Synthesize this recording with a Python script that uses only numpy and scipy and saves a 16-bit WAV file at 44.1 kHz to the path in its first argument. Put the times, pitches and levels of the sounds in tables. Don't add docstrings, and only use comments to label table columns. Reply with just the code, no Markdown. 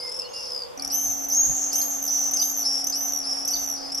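import sys
import numpy as np
from scipy import signal
from scipy.fft import rfft, irfft, next_fast_len
from scipy.io import wavfile
from scipy.ndimage import uniform_filter1d, map_coordinates

SR = 44100
rng = np.random.default_rng(int(sys.argv[2]) if len(sys.argv) > 2 else 0)


def log_audio(samples):
    frames = np.atleast_2d(samples).T
    limited = np.clip(frames, -1, 1)
    pcm = np.round(limited * 32767).astype(np.int16)
    wavfile.write(sys.argv[1], SR, pcm)


N = 176400


def amp(db):
    return 10 ** (np.asarray(db) / 20)


def unit(x):
    return x / np.sqrt(np.mean(x ** 2) + 1e-20)


def along(points, hz):
    f, v = np.transpose(points)
    return np.interp(np.log(hz + 1), np.log(f + 1), v)


def wobble(rate_hz, n):
    position = np.arange(n) * min(rate_hz / SR, 1)
    return map_coordinates(rng.standard_normal(n + 4), [position], order=3, mode="mirror")


def filtered(x, response):
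    m = next_fast_len(N + SR // 2)
    return irfft(rfft(x, m) * response(np.fft.rfftfreq(m, 1 / SR)), m)[..., :N]


def add(track, start_s, sound):
    i = max(round(start_s * SR), 0)
    track[i:i + len(sound)] += sound[:max(N - i, 0)]


def cycle(hz):
    return 2 * np.pi * np.cumsum(hz) / SR


def rough_sine(hz, jitter_hz):
    return np.sin(cycle(hz + jitter_hz * wobble(1300, len(hz))))


# (first pitch [Hz], top pitch [Hz], last pitch [Hz], rise [s], whistle length [s],
SCREAMS = [ (4920, 5200, 5150, 0.0291, .002, 0.2, -50, None, None),
           (5010, 5300, 4600, 0.035, 0.0014, 0.42, -50, .515, 69),
           (4670, 6230, 6070, 0.019, 0.148, 0.17, -17, None, None),
           (5170, 6560, 6350, .022, .15, 0.46, -48, None, None),
           (4470, 6500, 6050, .032, 0.14, 0.24, -15.5, 2.023, 79),
           (5000, 6070, 6100, 0.0074, 0.024, 0.23, -44, None, None),
           (4900, 6350, 5850, 0.03, 0.12, 0.35, -17.5, 2.563, 110),
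           (4500, 5520, 5520, 0.011, 0.031, .22, -44, None, None),
           (4727, 6150, 5480, 0.03, .14, 0.3, -20.5, 3.118, 75),
           (4600, 5450, 5460, .013, 0.028, 0.18, -45, None, None),
           (5024, 6130, 5650, 0.024, 0.077, 0.16, -19.5, 3.658, 77),
           (4860, 5060, 5150, 0.0212, .002, 0.43, -50, None, None)]
# (time [s], level [dB], octave level before trim [dB])
EFFORT_CURVES = [
    [(0.0, -33.5, -50.5), (0.072, -36, -51), (0.08, -31, -53.5), (0.085, -41.5, -65)],
    [(0.332, -37.5, -48), (0.35, -35, -51.5), (0.496, -36.5, -53), (0.512, -33, -47.5),
     (0.588, -32.5, -59.5), (0.596, -43, -52.5), (0.624, -32.5, -65), (0.67, -53, -71)],
    [(0.9, -32, -57), (0.906, -29.5, -44.5), (0.942, -24.5, -28), (0.976, -27.5, -30.5), (1.056, -25, -34),
     (1.212, -34, -43), (1.258, -30, -40), (1.265, -47, -49)],
    [(1.302, -34.5, -45.5), (1.322, -22, -32), (1.358, -23, -43), (1.41, -18.5, -36.5), (1.434, -19.5, -40),
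     (1.5, -26.5, -39.5), (1.642, -27, -47.5), (1.712, -30, -48)],
    [(1.714, -38, -44.5), (1.73, -29.5, -41), (1.788, -23.5, -27.5), (1.904, -35, -33), (1.91, -26.5, -38),
     (2.016, -34.5, -45), (2.024, -27.5, -31), (2.085, -29.5, -34.5)],
    [(2.08, -26, -37), (2.122, -25, -39), (2.264, -25.5, -40.5), (2.292, -26.5, -45), (2.298, -34, -54)],
    [(2.368, -27, -51), (2.382, -33, -43), (2.418, -21, -33), (2.448, -26.5, -30.5), (2.522, -31, -31.5),
     (2.542, -31, -45), (2.578, -26.5, -29.5), (2.638, -27.5, -40)],
    [(2.638, -39, -51), (2.658, -22, -35), (2.684, -25.5, -43.5), (2.81, -27.5, -42), (2.824, -30.5, -54.5),
     (2.832, -54, -61)],
    [(2.924, -24.5, -48), (2.992, -30, -34.5), (3.102, -28, -39.5), (3.116, -38, -50), (3.124, -26, -35),
     (3.186, -30.5, -39.5), (3.232, -36.5, -52), (3.235, -50, -53)],
    [(3.238, -35, -53), (3.25, -32, -41), (3.308, -26, -45.5), (3.362, -33, -44.5), (3.398, -29, -45),
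     (3.404, -33, -46.5), (3.43, -32, -53), (3.44, -34, -64.5)],
    [(3.485, -25, -38.5), (3.499, -30, -61.5), (3.507, -27.5, -34), (3.545, -24, -42.5), (3.551, -32, -37),
     (3.641, -29.5, -40.5), (3.711, -29, -36.5), (3.76, -35, -49)],
    [(3.76, -37.5, -48), (3.804, -38.5, -66), (3.832, -37, -62), (3.842, -36.5, -66), (3.874, -36, -51),
     (3.888, -41, -58), (3.902, -36, -70), (3.91, -36, -71)],
]


def scream(row, effort, air):
    first_hz, top_hz, last_hz, rise_s, whistle_s, rough, undertone_db, trill_s, trill_hz = row
    times_s, level_db, octave_db = np.transpose(effort)
    buzz_start_hz, buzz_end_hz, break_s = 256, 202, 0.032
    sharpness, swing_hz, waver_hz, rough_hz = 0.77, 127, 21.1, 524
    sag_from, second_ratio, second_lag_s = 0.3, 0.9, 0.018
    catch_db, catch_s, octave_trim_db = -14, 0.0028, -1
    t = np.arange(int((times_s[-1] - times_s[0]) * SR)) / SR
    n, now_s = len(t), times_s[0] + t
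    broken = (1 + np.tanh((t - whistle_s) / break_s)) / 2
    blend = lambda whistle, buzz: whistle + (buzz - whistle) * broken

    beat = cycle(np.linspace(buzz_start_hz, buzz_end_hz, n) * (1 + 0.018 * wobble(121, n)))
    catch = 1
    if trill_s:
        in_trill = now_s > trill_s
        beat = np.where(in_trill, 2 * np.pi * trill_hz * (now_s - trill_s), beat)
        sharpness = np.where(in_trill, 1.6, sharpness)
        swing_hz = np.where(in_trill, 124, swing_hz)
        rough = np.where(in_trill, 0.11, rough)
        catch = amp(catch_db * np.exp(-((now_s - trill_s) / catch_s + 1) ** 2))
    depth = blend(0.53, 0.99)
    leaning_beat = beat + 0.43 * (1 - np.cos(beat))
    pulses = np.abs(np.sin(leaning_beat / 2)) ** (2 * sharpness)
    scatter_db = wobble(201.8, n)
    gate = np.abs(uniform_filter1d(1 - depth + depth * pulses, size=16)) * amp(scatter_db)
    even_rms = lambda g: g / np.sqrt(np.abs(uniform_filter1d(g * g, size=1200)) + 1e-9)

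    sag = np.clip((t / t[-1] - sag_from) / (1 - sag_from), 0, 1) ** 1.8
    arch_hz = top_hz + (first_hz - top_hz) * np.exp(-t / rise_s) + (last_hz - top_hz) * sag
    hz = arch_hz + waver_hz * wobble(90, n) - depth * swing_hz * np.sin(beat)
    shake_hz = depth * rough * rough_hz * blend(0.14, 1) * wobble(1300, n)

    undertones = rough_sine(1.5 * hz, jitter_hz=317) + amp(-11.5) * rough_sine(hz / 2, jitter_hz=158.5)
    second_hz = second_ratio * np.interp(t - second_lag_s, t, arch_hz)
    second = amp(-18) * np.clip(t / second_lag_s, 0, 1) * rough_sine(second_hz, jitter_hz=128)
    tone = np.sin(cycle(hz + shake_hz)) + blend(0.79, 0) * amp(undertone_db) * undertones
    tone += blend(0.84, 0.36) * second + blend(0.18, 0.95) * air[:n]
    voice = amp(np.interp(now_s, times_s, level_db)) * even_rms(gate) * tone
    octave = rough_sine(2 * (hz + 0.509 * shake_hz), jitter_hz=69.4)
    octave *= amp(np.interp(now_s, times_s, octave_db) + octave_trim_db) * even_rms(gate ** 1.22)
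    return np.sqrt(2) * (voice + octave) * catch * signal.windows.tukey(n, 0.02)


# (time [s], length [s], pitch [Hz], glide [Hz], level [dB], octave level [dB])
PIPS = [(0.091, 0.014, 5070, 198.5, -30.5, -43), (0.117, 0.0148, 5304, 95.5, -28.5, -45),
        (0.14, 0.02, 5310, 98, -33, -46.5), (.163, 0.017, 5385, 0, -30.5, -46),
        (.19, 0.015, 5265, 0, -25.5, -46), (0.218, 0.00774, 5007, -200, -25.5, -44),
        (.775, 0.007, 5900, 0, -29.5, -48), (.796, 0.0064, 4620, -1200, -24, -37.5),
        (0.822, 0.00755, 5576, 0, -22, -33.5), (0.848, 0.0051, 5530, 4, -15, -27.5),
        (0.876, .006, 5660, -3, -20.5, -35), (1.285, 0.011, 6140, 0, -26.5, -31),
        (1.299, 0.0065, 6100, 0, -20, -26), (1.33, 0.00866, 5920, 0, -27, -36),
        (1.347, .007, 5700, 0, -21, -31), (1.365, 0.01, 5680, -5, -28, -37),
        (1.73, 0.0091, 6030, 200, -22, -30), (1.755, 0.012, 6260, -1, -18.5, -29),
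        (1.911, 0.0048, 6400, 0, -20, -36), (2.31, 0.014, 6020, 503.5, -23.5, -34),
        (2.335, 0.018, 6280, 52.5, -17.5, -37), (2.364, 0.015, 5930, 200, -21, -37),
        (2.841, 0.011, 5830, 700, -22, -33), (2.869, 0.012, 6120, 250, -19, -30.5),
        (2.898, 0.0092, 6105, 247, -20, -32.5), (3.449, .013, 5740, 700, -24, -36),
        (3.476, .014, 6040, 350, -21, -32), (3.919, 0.016, 5405, 400, -26.5, -43),
        (3.946, 0.013, 5741, 400, -23, -39), (3.975, 0.0174, 5560, 448.5, -24, -44)]


def pip(note, air, jitter_hz=110, attack_s=0.00068, release_s=0.0068, trim_db=-0.7):
    length_s, pitch_hz, glide_hz, level_db, octave_db = note
    t = np.arange(int(length_s * SR)) / SR
    n = len(t)
    phase = cycle(pitch_hz + glide_hz * np.linspace(-0.5, 0.5, n) + jitter_hz * wobble(1170, n))
    voice = amp(level_db) * (np.sin(phase) + amp(-24) * np.sin(1.5 * phase) + 0.76 * air[:n])
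    octave = amp(octave_db) * np.sin(2 * phase)
    envelope = np.clip(np.minimum(t / attack_s, (length_s - t) / release_s), 0, 1)
    return np.sqrt(2) * amp(trim_db) * (voice + octave) * envelope


# (frequency [Hz], relative level [dB])
BEAK_AIR = [(1500, -30.5), (3000, -10.5), (4000, -11), (5000, -3), (6500, 2.5), (8000, -3.5), (10000, -8),
            (12000, -3), (14000, -33.5)]


def swifts(air_db=-18):
    voice = np.zeros(N)
    rasp = filtered(rng.standard_normal(N), lambda hz: amp(along(BEAK_AIR, hz)))
    air = amp(air_db) * unit(rasp) / np.sqrt(2)
    air_at = lambda start_s: np.roll(air, -int(start_s * SR))
    for row, effort in zip(SCREAMS, EFFORT_CURVES):
        start_s = effort[0][0]
        add(voice, start_s, scream(row, effort, air_at(start_s)))
    for start_s, *note in PIPS:
        add(voice, start_s, pip(note, air_at(start_s)))
    return voice


# (time [s], length [s], first pitch [Hz],
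# last pitch [Hz], level before trim [dB])
SONG_NOTES = [(0, 0.113, 2160, 2070, -54), (0.195, 0.11, 2620, 3080, -54), (0.242, .025, 4450, 4280, -40.5),
              (0.273, 0.09, 6100, 6870, -51.5), (.31, 0.14, 2830, 2740, -51.5),
              (0.763, 0.094, 2480, 2245, -58), (1.812, 0.0089, 5150, 4860, -32.5),
              (1.814, 0.011, 4340, 4214, -36), (2.395, 0.012, 4840, 4850, -25),
              (2.418, 0.0146, 4280, 3515, -38.5), (3.533, 0.017, 4630, 4600, -27.5),
              (3.556, 0.0124, 4350, 3463, -39.5)]


def songbirds(waver_hz=24.9, trim_db=2.56):
    song = np.zeros(N)
    for start_s, length_s, first_hz, last_hz, level_db in SONG_NOTES:
        n = int(length_s * SR)
        hz = np.linspace(first_hz, last_hz, n) + waver_hz * wobble(488, n)
        note = np.sqrt(2) * np.sin(cycle(hz)) * signal.windows.tukey(n, 0.6)
        add(song, start_s, amp(level_db + trim_db) * note)
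    return song


# (delay [s], left gain [dB], right gain [dB])
ECHOES = [(.0031, -46, -6), (.0074, -13, -15), (0.0129, -6.5, -38.5), (0.0229, -15, -11)]


def walls(x, left_lead_s=8e-6):
    stereo = filtered(x, lambda hz: np.exp(np.pi * 1j * hz * left_lead_s * np.array([[1], [-1]])))
    for delay_s, *gains_db in ECHOES:
        for channel, gain_db in zip(stereo, gains_db):
            add(channel, delay_s, amp(gain_db) * x)
    return stereo


# (frequency [Hz], T60 [s])
YARD_T60 = [(500, 0.49), (4500, 0.32), (7000, 0.8), (13000, 0.073)]


def yard(x):
    hz, t, noise = signal.stft(rng.standard_normal((2, SR // 2)), SR, nperseg=256)
    decay = amp(-60 * t / along(YARD_T60, hz)[:, None])
    tail = signal.istft(noise * decay, SR, nperseg=256)[1]
    return signal.fftconvolve(x[None], tail / np.linalg.norm(tail[0]), axes=1)[:, :N]


# (frequency [Hz], left-right correlation [-1 to 1])
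CORRELATION = [(60, -0.74), (160, -0.78), (260, -0.472), (450, -0.37), (710, -0.65), (1200, -0.21),
               (2000, -0.024), (3200, 0.21), (8000, -0.1)]


def rush(spectrum):
    def response(hz):
        angle = np.arccos(np.clip(along(CORRELATION, hz), -1, 1)) / 2
        return amp(along(spectrum, hz)) * [np.cos(angle), np.sin(angle)]

    mid, side = filtered(rng.standard_normal((2, N)), response)
    return unit(np.array([mid + side, mid - side]))


# (frequency [Hz], relative density [dB])
FAR_WHIRR = [(15, -69), (25, -41), (87, -18), (279, -26), (351, -16), (406, -22.5), (479, -0.5),
             (654, -16.5), (971, -14), (1740, -29.5), (2050, -29.5), (2800, -30.5), (3600, -31.5),
             (4680, -51), (7920, -120)]
NEAR_WHIRR = [(190, -27.5), (330, -13), (354, -14.5), (459, -15.5), (523, -6), (589, -12.5), (749, 0.5),
              (1000, -19), (1140, -13), (1460, -18.5), (3600, -30), (4680, -65.5), (7920, -120)]
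RUMBLE = [(20, -1.5), (45, 5.5), (90, -7.5), (200, -2.5), (330, -7.5), (500, -38)]
HISS = [(800, 6), (2200, -5), (3400, 0), (5000, 3), (9000, -4.5), (13000, -4)]


def far_air():
    return amp(-42) * rush(FAR_WHIRR) + amp(-66.5) * rush(RUMBLE) + amp(-51) * rush(HISS)


def near_air(flutter_db=0.77, right_bias_db=1.5):
    whirr = amp(-42 + flutter_db * wobble(8.79, N)) * rush(NEAR_WHIRR)
    pan = amp(right_bias_db * np.array([[-0.5], [0.5]]))
    return pan * (whirr + amp(-50.5) * rush(HISS) + amp(-54.5) * rush(RUMBLE))


def hum(t, pitch_hz=276.5, level_db=-47, right_phase_rad=1.54):
    phase = 2 * np.pi * pitch_hz * t + np.array([[0], [right_phase_rad]])
    return amp(level_db) * np.sqrt(2) * np.sin(phase)


# (time [s], half width [s], level [dB])
PUFFS = [(.86, 0.0415, -51), (1.09, 0.058, -47), (1.506, .022, -32.5), (2.28, 0.026, -59),
         (3.62, 0.081, -52)]
# (frequency [Hz], relative density [dB])
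WIND_SPECTRUM = [(20, -21.5), (45, 6.5), (120, 0), (220, -9), (400, -37), (1000, -70)]


def wind(t):
    envelope = sum(amp(db) * np.exp(-0.5 * ((t - at_s) / width_s) ** 2) for at_s, width_s, db in PUFFS)
    return envelope * rush(WIND_SPECTRUM)


def background(switch_s=0.772, fade_s=0.004):
    t = np.arange(N) / SR
    close = np.clip((t - switch_s) / fade_s, 0, 1)
    return (1 - close) * far_air() + close * (near_air() + hum(t) + wind(t))


def scene(swift_send_db=-8.5, song_send_db=-4.5):
    calls, song = swifts(), songbirds()
    tail = yard(amp(swift_send_db) * calls + amp(song_send_db) * song)
    return walls(calls) + song + tail + background()


# (frequency [Hz], gain [dB])
MIC_RESPONSE = [(3700, 2), (3930, -6.5), (4150, -0.5), (12600, -0.5), (13200, -3), (14000, -2.5),
                (15000, -37)]


def record(dry, cutoff_hz=14800):
    return filtered(dry, lambda hz: amp(along(MIC_RESPONSE, hz)) * (hz < cutoff_hz))


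dry = scene()
out = record(dry)
log_audio(out)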